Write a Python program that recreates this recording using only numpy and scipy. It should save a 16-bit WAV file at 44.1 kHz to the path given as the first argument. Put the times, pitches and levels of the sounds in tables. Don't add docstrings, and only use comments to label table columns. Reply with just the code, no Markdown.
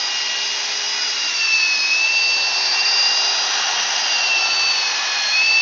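import sys
import numpy as np
from scipy import signal
from scipy.fft import next_fast_len
from scipy.io import wavfile
from scipy.ndimage import uniform_filter1d

SR = 44100
rng = np.random.default_rng(int(sys.argv[2]) if len(sys.argv) > 2 else 0)


def elevation(decibels):
    levels = np.asarray(decibels, float)
    return 10 ** (levels / 20)


def store_pcm(level_fs):
    pcm = np.round(np.clip(level_fs, -1, 1) * 32767).astype(np.int16)
    wavfile.write(sys.argv[1], SR, np.atleast_2d(pcm).T)


N = 247401
TIME = np.arange(N) / SR

PINION_TEETH, ROTOR_SLOTS, WHEEL_TEETH, MAINS_HZ = 7, 12, 41, 50
END_RISE_HZ_PER_S, INERTIA_S = 17, 0.078
SPINDLE_REST_DB, OVERTONE_REST_DB = -49, -47.5
RUMBLE_DB, RUMBLE_GAIN_DB = -35, 2
SWELL_WIDTH_HZ = 210
BUCKET_HZ, BUCKET_DROP_HZ, BUCKET_WIDTH_HZ = 984, 130, 140
WALL_HZ, WALL_DROP_HZ, WALL_WIDTH_HZ = 872, 127, 35

# (time [s], turns [Hz])
ROTOR_SPEED = [(0, 406), (.35, 404.2), (.98, 413.2), (1.2, 404.8), (1.48, 379.7), (1.77, 363.4),
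               (1.87, 363.3), (2.12, 383.8), (2.42, 383.2), (2.98, 395.9), (3.38, 403.4), (3.55, 399.5),
               (4.05, 402), (4.42, 380.2), (4.7, 376.7), (4.9, 362.7), (5.29, 352), (5.46, 376)]
# (time [s], level [dB])
MESH_LEVEL = [(.15, -27.5), (.5, -29.5), (.55, -32.5), (.85, -34.5), (1.35, -27.5), (1.5, -18),
              (1.8, -21.5), (2.0, -18.5), (2.3, -19.5), (2.65, -30.5), (2.8, -24), (3.65, -32),
              (4.085, -30), (4.105, -26), (4.35, -19.5), (5.07, -32.5), (5.19, -27.5), (5.34, -17.5)]
# (time [s], level [dB])
SLOT_LEVEL = [(0, -26.5), (.75, -29.5), (1.02, -21.5), (1.12, -29), (1.38, -24.5), (1.6, -25), (2.0, -30),
              (2.2, -23.5), (2.6, -24), (3.08, -18.5), (3.4, -23), (3.7, -35), (4.12, -23.5), (4.35, -30),
              (4.5, -21.5), (4.78, -22), (5.0, -33.5), (5.3, -23.5)]
# (time [s], length [s], depth [0-1])
SLOT_CANCELLATIONS = [(.125, .06, 0.9), (.33, .11, .95), (.527, .04, .8), (.673, .024, 0.9), (.6, .12, 0.2),
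                      (.835, 0.042, .7), (.98, .06, .45), (1.17, 0.013, .7), (1.144, 0.013, 0.8),
                      (1.217, 0.016, 0.7), (1.32, .05, .9), (1.415, 0.013, .6), (1.375, .016, .7),
                      (1.478, 0.016, .9), (1.508, .025, .9), (1.764, 0.017, .8), (1.87, .05, 0.5),
                      (1.975, .03, .9), (2.11, 0.026, 0.7), (2.534, 0.012, 0.7), (2.77, .024, .6),
                      (2.834, 0.032, .7), (3.49, .04, .6), (3.9, .06, .5), (4.175, .012, 0.8),
                      (4.22, 0.01, .8), (5.04, .04, .6)]
# (time [s], length [s], depth [0-1])
MESH_CANCELLATIONS = [(.02, .14, .55), (.711, .018, .9), (1.19, 0.012, .9), (2.51, .05, 0.45),
                      (3.45, 0.22, 0.34), (3.87, 0.097, 0.42), (4.0, .16, .4), (4.55, 0.035, .5),
                      (4.768, 0.014, .95), (5.275, 0.11, 0.67), (1.77, .1, 0.22)]
# (time [s], spread [s], level [dB])
SPINDLE_BEAMS = [
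    (.27, 0.27, -37),
    (.85, 0.33, -46),
    (1.68, 0.16, -41),
    (2.95, 0.27, -38.5),
    (3.75, 0.27, -37.5),
    (4.6, 0.28, -46),
    (5.07, .17, -33),
    (5.26, 0.073, -30.5),
    (5.55, .1, -41),
]
# (time [s], spread [s], level [dB])
OVERTONE_BEAMS = [(.15, 0.1, -42), (.8, .07, -34), (1.5, .2, -38.5), (1.82, .11, -26), (2.33, .07, -33),
                  (2.7, 0.08, -35.5), (3.15, 0.42, -36.5), (3.75, 0.2, -37.5), (4.4, 0.07, -33),
                  (4.9, 0.21, -36), (5.45, 0.15, -40.5)]
# (multiple of rotor speed, level over case noise [dB], facing time [s], spread [s])
ROTOR_ORDERS = [(1, -5.5, .65, .6), (1, -8, 1.95, .25), (1, -5, 3, .8), (1, -10, 4.4, .35), (2, -9, 3.6, 1),
                (4, -15, .7, .6), (8, -9, .5, .8), (8, -8, 3.6, .4), (8, -7, 4.5, .4), (8, -9, 5.5, .3),
                (13, -11, .1, .5), (13, -11, 2.9, .5), (15, -8, 3.7, .7), (16, -10, 1, .6),
                (16, -7, 3.9, .5)]
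# (multiple of layshaft speed, level over case noise [dB],
# facing time [s], spread [s])
LAYSHAFT_ORDERS = [(14, -13, 3.9, .5), (20, -12, 1.1, .3), (21, -7, 1.25, .3), (21, -12, 3.6, .3),
                   (21, -12, 4.5, .3), (21, -9, 5.5, .3), (27, -10, 1.4, .3), (27, -11, 4.4, .7),
                   (35, -7, .5, .8), (35, -6, 2.9, .4), (35, -14, 5.3, .5), (48, -10, 1.6, .4),
                   (48, -10, 3.9, .8), (49, -10, .9, .5), (49, -10, 3.5, .5), (54, -12, .4, .4),
                   (54, -12, 3.4, .8), (55, -11, .8, .7), (55, -10, 3.1, .4), (56, -12, 1.2, .5),
                   (56, -10, 3.3, .8), (62, -10, 2.4, .5), (62, -11, 4.4, .4), (63, -10, 2.6, .4),
                   (63, -10, 4.4, .6)]
# (time [s], looks into bucket [0-1], gear case faces phone [0-1])
PHONE_POSE = [(0, 0.4, 0.2), (.25, .3, 0.28), (.85, .25, 0.23), (1.3, 0.11, .45), (1.7, 0.1, 0.4),
              (2.35, .6, 0.1), (2.62, .95, .45), (2.8, 0.8, 0.8), (3.05, 0.86, 0.4), (3.65, 1.02, 1.02),
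              (4.05, .95, 0.9), (4.45, .85, .4), (5.15, 0.73, 1.02), (5.4, 0.4, .6), (5.61, 0.4, .1)]
# (level at rest [dB], gain looking into bucket [dB], gain facing case [dB])
NOISE_ZONES = [
    (-37.5, 7, 0.26),
    (-34.5, 2.2, 6.5),
    (-30, 1, 1.5),
    (-27.5, -1, -0.06),
]
ZONE_CENTRES_HZ = [860, 1680, 3780, 6130]
# (time [s], length [s], frequency [Hz], level [dB])
BAND_SWELLS = [(.6, 0.63, 1400, 2.5), (1.3, 1.3, 2717, 4), (1.395, 0.86, 3060, -4), (2.6, 0.44, 4310, 4),
               (3.49, 1.5, 2210, -5.5), (3, 1.1, 5150, 5), (3.65, .6, 1450, 3.5), (1.45, 0.38, 5450, 3),
               (1.5, .35, 700, -1.5), (5.05, 0.33, 1900, 1), (4, .8, 2800, 4.5), (4.2, 0.43, 4700, 1),
               (5.3, .25, 3350, 5), (3.7, 0.6, 5900, 5), (0.58, 0.98, 1150, -3), (3.4, 0.29, 3950, 2.5),
               (3.1, 0.34, 3100, -5.5), (3.6, .35, 5200, -5), (6.2, .3, 6400, -5)]
# (frequency [Hz], level [dB per Hz])
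MIC_COLOUR = [(40, -55.5), (100, -30.5), (200, -12), (400, -6.5), (560, -4.5), (680, -1), (1000, -1),
              (1500, -1), (2300, 1), (3200, 0.5), (4500, 2.5), (5700, 6), (6500, -1.5), (7000, -16.5),
              (7500, -29.5)]


def whine():
    ripple_turns = .0027 * np.sin(4 * np.pi * MAINS_HZ * TIME)
    turns = np.cumsum(rotor_hz()) / SR + ripple_turns
    layshaft_rad = 2 * np.pi * turns * PINION_TEETH / WHEEL_TEETH
    run_out = 1 + (.19 + .08 * drift(6)) * np.exp(1j * layshaft_rad) - .09 * np.exp(-1j * layshaft_rad)

    mesh = np.exp(2j * np.pi * PINION_TEETH * turns) * (run_out + 0.14 * drift(49))
    mesh *= cancellation(MESH_CANCELLATIONS)
    slots = np.exp(2j * np.pi * ROTOR_SLOTS * turns) * (1 + 0.18 * drift(33))
    slots *= cancellation(SLOT_CANCELLATIONS)
    spindle = np.exp(4j * PINION_TEETH * layshaft_rad) * (1.02 + .2 * drift(15))
    overtone = np.exp(4j * np.pi * PINION_TEETH * turns) * (0.89 + .4 * drift(28))

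    out = elevation(along(MESH_LEVEL, 1)) * mesh.real
    out += elevation(along(SLOT_LEVEL, 1)) * slots.real
    out += beam(SPINDLE_BEAMS, SPINDLE_REST_DB) * spindle.real
    out += beam(OVERTONE_BEAMS, OVERTONE_REST_DB) * overtone.real
    return np.sqrt(2) * out


def gears():
    speed_hz = rotor_hz()
    turns = np.cumsum(speed_hz) / SR
    coarse_s, coarse_hz = TIME[::200], speed_hz[::200]
    wander = .2 * drift(2) + .5 * drift(14)
    out = np.zeros(N)
    for ratio, table in ((1, ROTOR_ORDERS), (PINION_TEETH / WHEEL_TEETH, LAYSHAFT_ORDERS)):
        for order, db, s, spread_s in table:
            multiple = order * ratio
            facing = 0.12 + np.exp(-((coarse_s - s) / spread_s) ** 2)
            case_db = field_db(coarse_s, multiple * coarse_hz)
            level = np.interp(TIME, coarse_s, facing * elevation(db + case_db))
            fade = 1 + min(multiple / 3, 1) * np.roll(wander, rng.integers(N))
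            tone = np.exp(2j * np.pi * (multiple * turns + rng.random()))
            out += level * (fade * tone).real
    return elevation(-.5) * out


def roar():
    size, hop = 1024, 256
    frames, hz = N // hop + 5, np.fft.rfftfreq(size, 1 / SR)
    t = np.arange(frames) * hop / SR
    a, b, patches, flicker = rng.standard_normal((frames, len(hz), 4)).T
    patches = smoothed(patches, 6, 60)
    flicker = smoothed(flicker, 30, 5)
    grid_hz = hz[:, None] * np.ones(frames)
    level_db = field_db(t, grid_hz) + .9 * patches + 0.43 * flicker
    z = (a + 1j * b) * bucket(t, grid_hz) * elevation(level_db)
    air = signal.istft(z, nperseg=size, noverlap=size - hop)[1][:N]
    rotor_rad = 2 * np.pi * np.cumsum(rotor_hz()) / SR
    brushes = 1 + .04 * np.cos(rotor_rad) + .07 * np.cos(rotor_rad * PINION_TEETH / WHEEL_TEETH)
    return elevation(-14.5) * air * brushes


def bucket(t, hz):
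    rim = along(PHONE_POSE, 1, t)
    column_hz = BUCKET_HZ - BUCKET_DROP_HZ * rim
    wall_hz = WALL_HZ - WALL_DROP_HZ * rim ** 2
    column = (0.43 + .5 * rim) * np.exp(-((hz - column_hz) / BUCKET_WIDTH_HZ) ** 2)
    wall = (0.6 + .3 * rim) * np.exp(-((hz - wall_hz) / WALL_WIDTH_HZ) ** 2)
    return 1 + column + wall


def storeroom(x):
    t60_s = .4
    at = np.arange(120, SR // 2, 22)
    at = at + rng.integers(0, 22, len(at))
    taps = np.zeros(SR // 2 + 22)
    taps[at] = rng.choice([-1., 1.], len(at)) * elevation(-60 * at / SR / t60_s)
    return signal.fftconvolve(x, taps / np.linalg.norm(taps))[:N]


def rotor_hz():
    late_s = np.maximum(TIME - ROTOR_SPEED[-1][0], 0)
    speed_hz = along(ROTOR_SPEED, 1) + END_RISE_HZ_PER_S * late_s
    return uniform_filter1d(speed_hz, size=round(INERTIA_S * SR), mode="nearest")


def cancellation(table):
    gain = np.ones(N)
    for s, length_s, depth in table:
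        gain *= 1 - np.clip(depth, 0, 1) / (1 + ((TIME - s) / (length_s / 2)) ** 6)
    return gain


def beam(table, rest_db):
    return elevation(rest_db) + sum(elevation(db) * np.exp(-((TIME - s) / spread_s) ** 2) for s, spread_s, db in table)


def field_db(t, hz):
    rim, case = along(PHONE_POSE, 1, t), along(PHONE_POSE, 2, t)
    zones = np.array([rest + above * rim + facing * case for rest, above, facing in NOISE_ZONES])
    place = np.interp(np.log(hz + 1), np.log(ZONE_CENTRES_HZ), np.arange(len(zones)))
    low = np.minimum(place.astype(int), len(zones) - 2)
    blend = place - low
    steps = np.arange(len(t))
    level = (1 - blend) * zones[low, steps] + blend * zones[low + 1, steps]
    level -= 10 * np.log10(np.interp(hz, ZONE_CENTRES_HZ, [0.66, 0.97, 1.35, 2.43]))
    far = 1 / (1 + (hz / 450) ** 6)
    level = far * (RUMBLE_DB + RUMBLE_GAIN_DB * rim) + (1 - far) * level
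    for s, length_s, centre_hz, db in BAND_SWELLS:
        level += db * np.exp(-((t - s) / length_s) ** 2 - ((hz - centre_hz) / SWELL_WIDTH_HZ) ** 2)
    colour_hz, colour_db = np.transpose(MIC_COLOUR)
    return level + np.interp(np.log(hz + 1), np.log(colour_hz), colour_db)


def drift(hz):
    f = np.fft.fftfreq(next_fast_len(N), 1 / SR)
    a, b = rng.standard_normal((len(f), 2)).T
    return evened(np.fft.ifft((a + 1j * b) / (1 + (f / hz) ** 2))[:N])


def smoothed(x, bins, frames):
    return evened(uniform_filter1d(uniform_filter1d(x, size=bins, axis=0), size=frames, axis=1))


def evened(x):
    return x / np.sqrt(np.mean(abs(x) ** 2) + 1e-20)


def along(table, column, t=TIME):
    rows = np.array(table)
    return np.interp(t, rows[:, 0], rows[:, column])


def scene():
    tones = whine() + gears()
    mono = tones + elevation(-11.5) * storeroom(tones) + roar()
    return np.array([mono, mono])


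def top_cut(x):
    return signal.sosfilt(signal.butter(12, 7650, fs=SR, output="sos"), x)


def record(dry):
    bass_cut = signal.butter(4, 85, "high", fs=SR, output="sos")
    thin = signal.sosfilt(bass_cut, dry)
    return top_cut(thin)


dry = scene()
out = record(dry)
store_pcm(out)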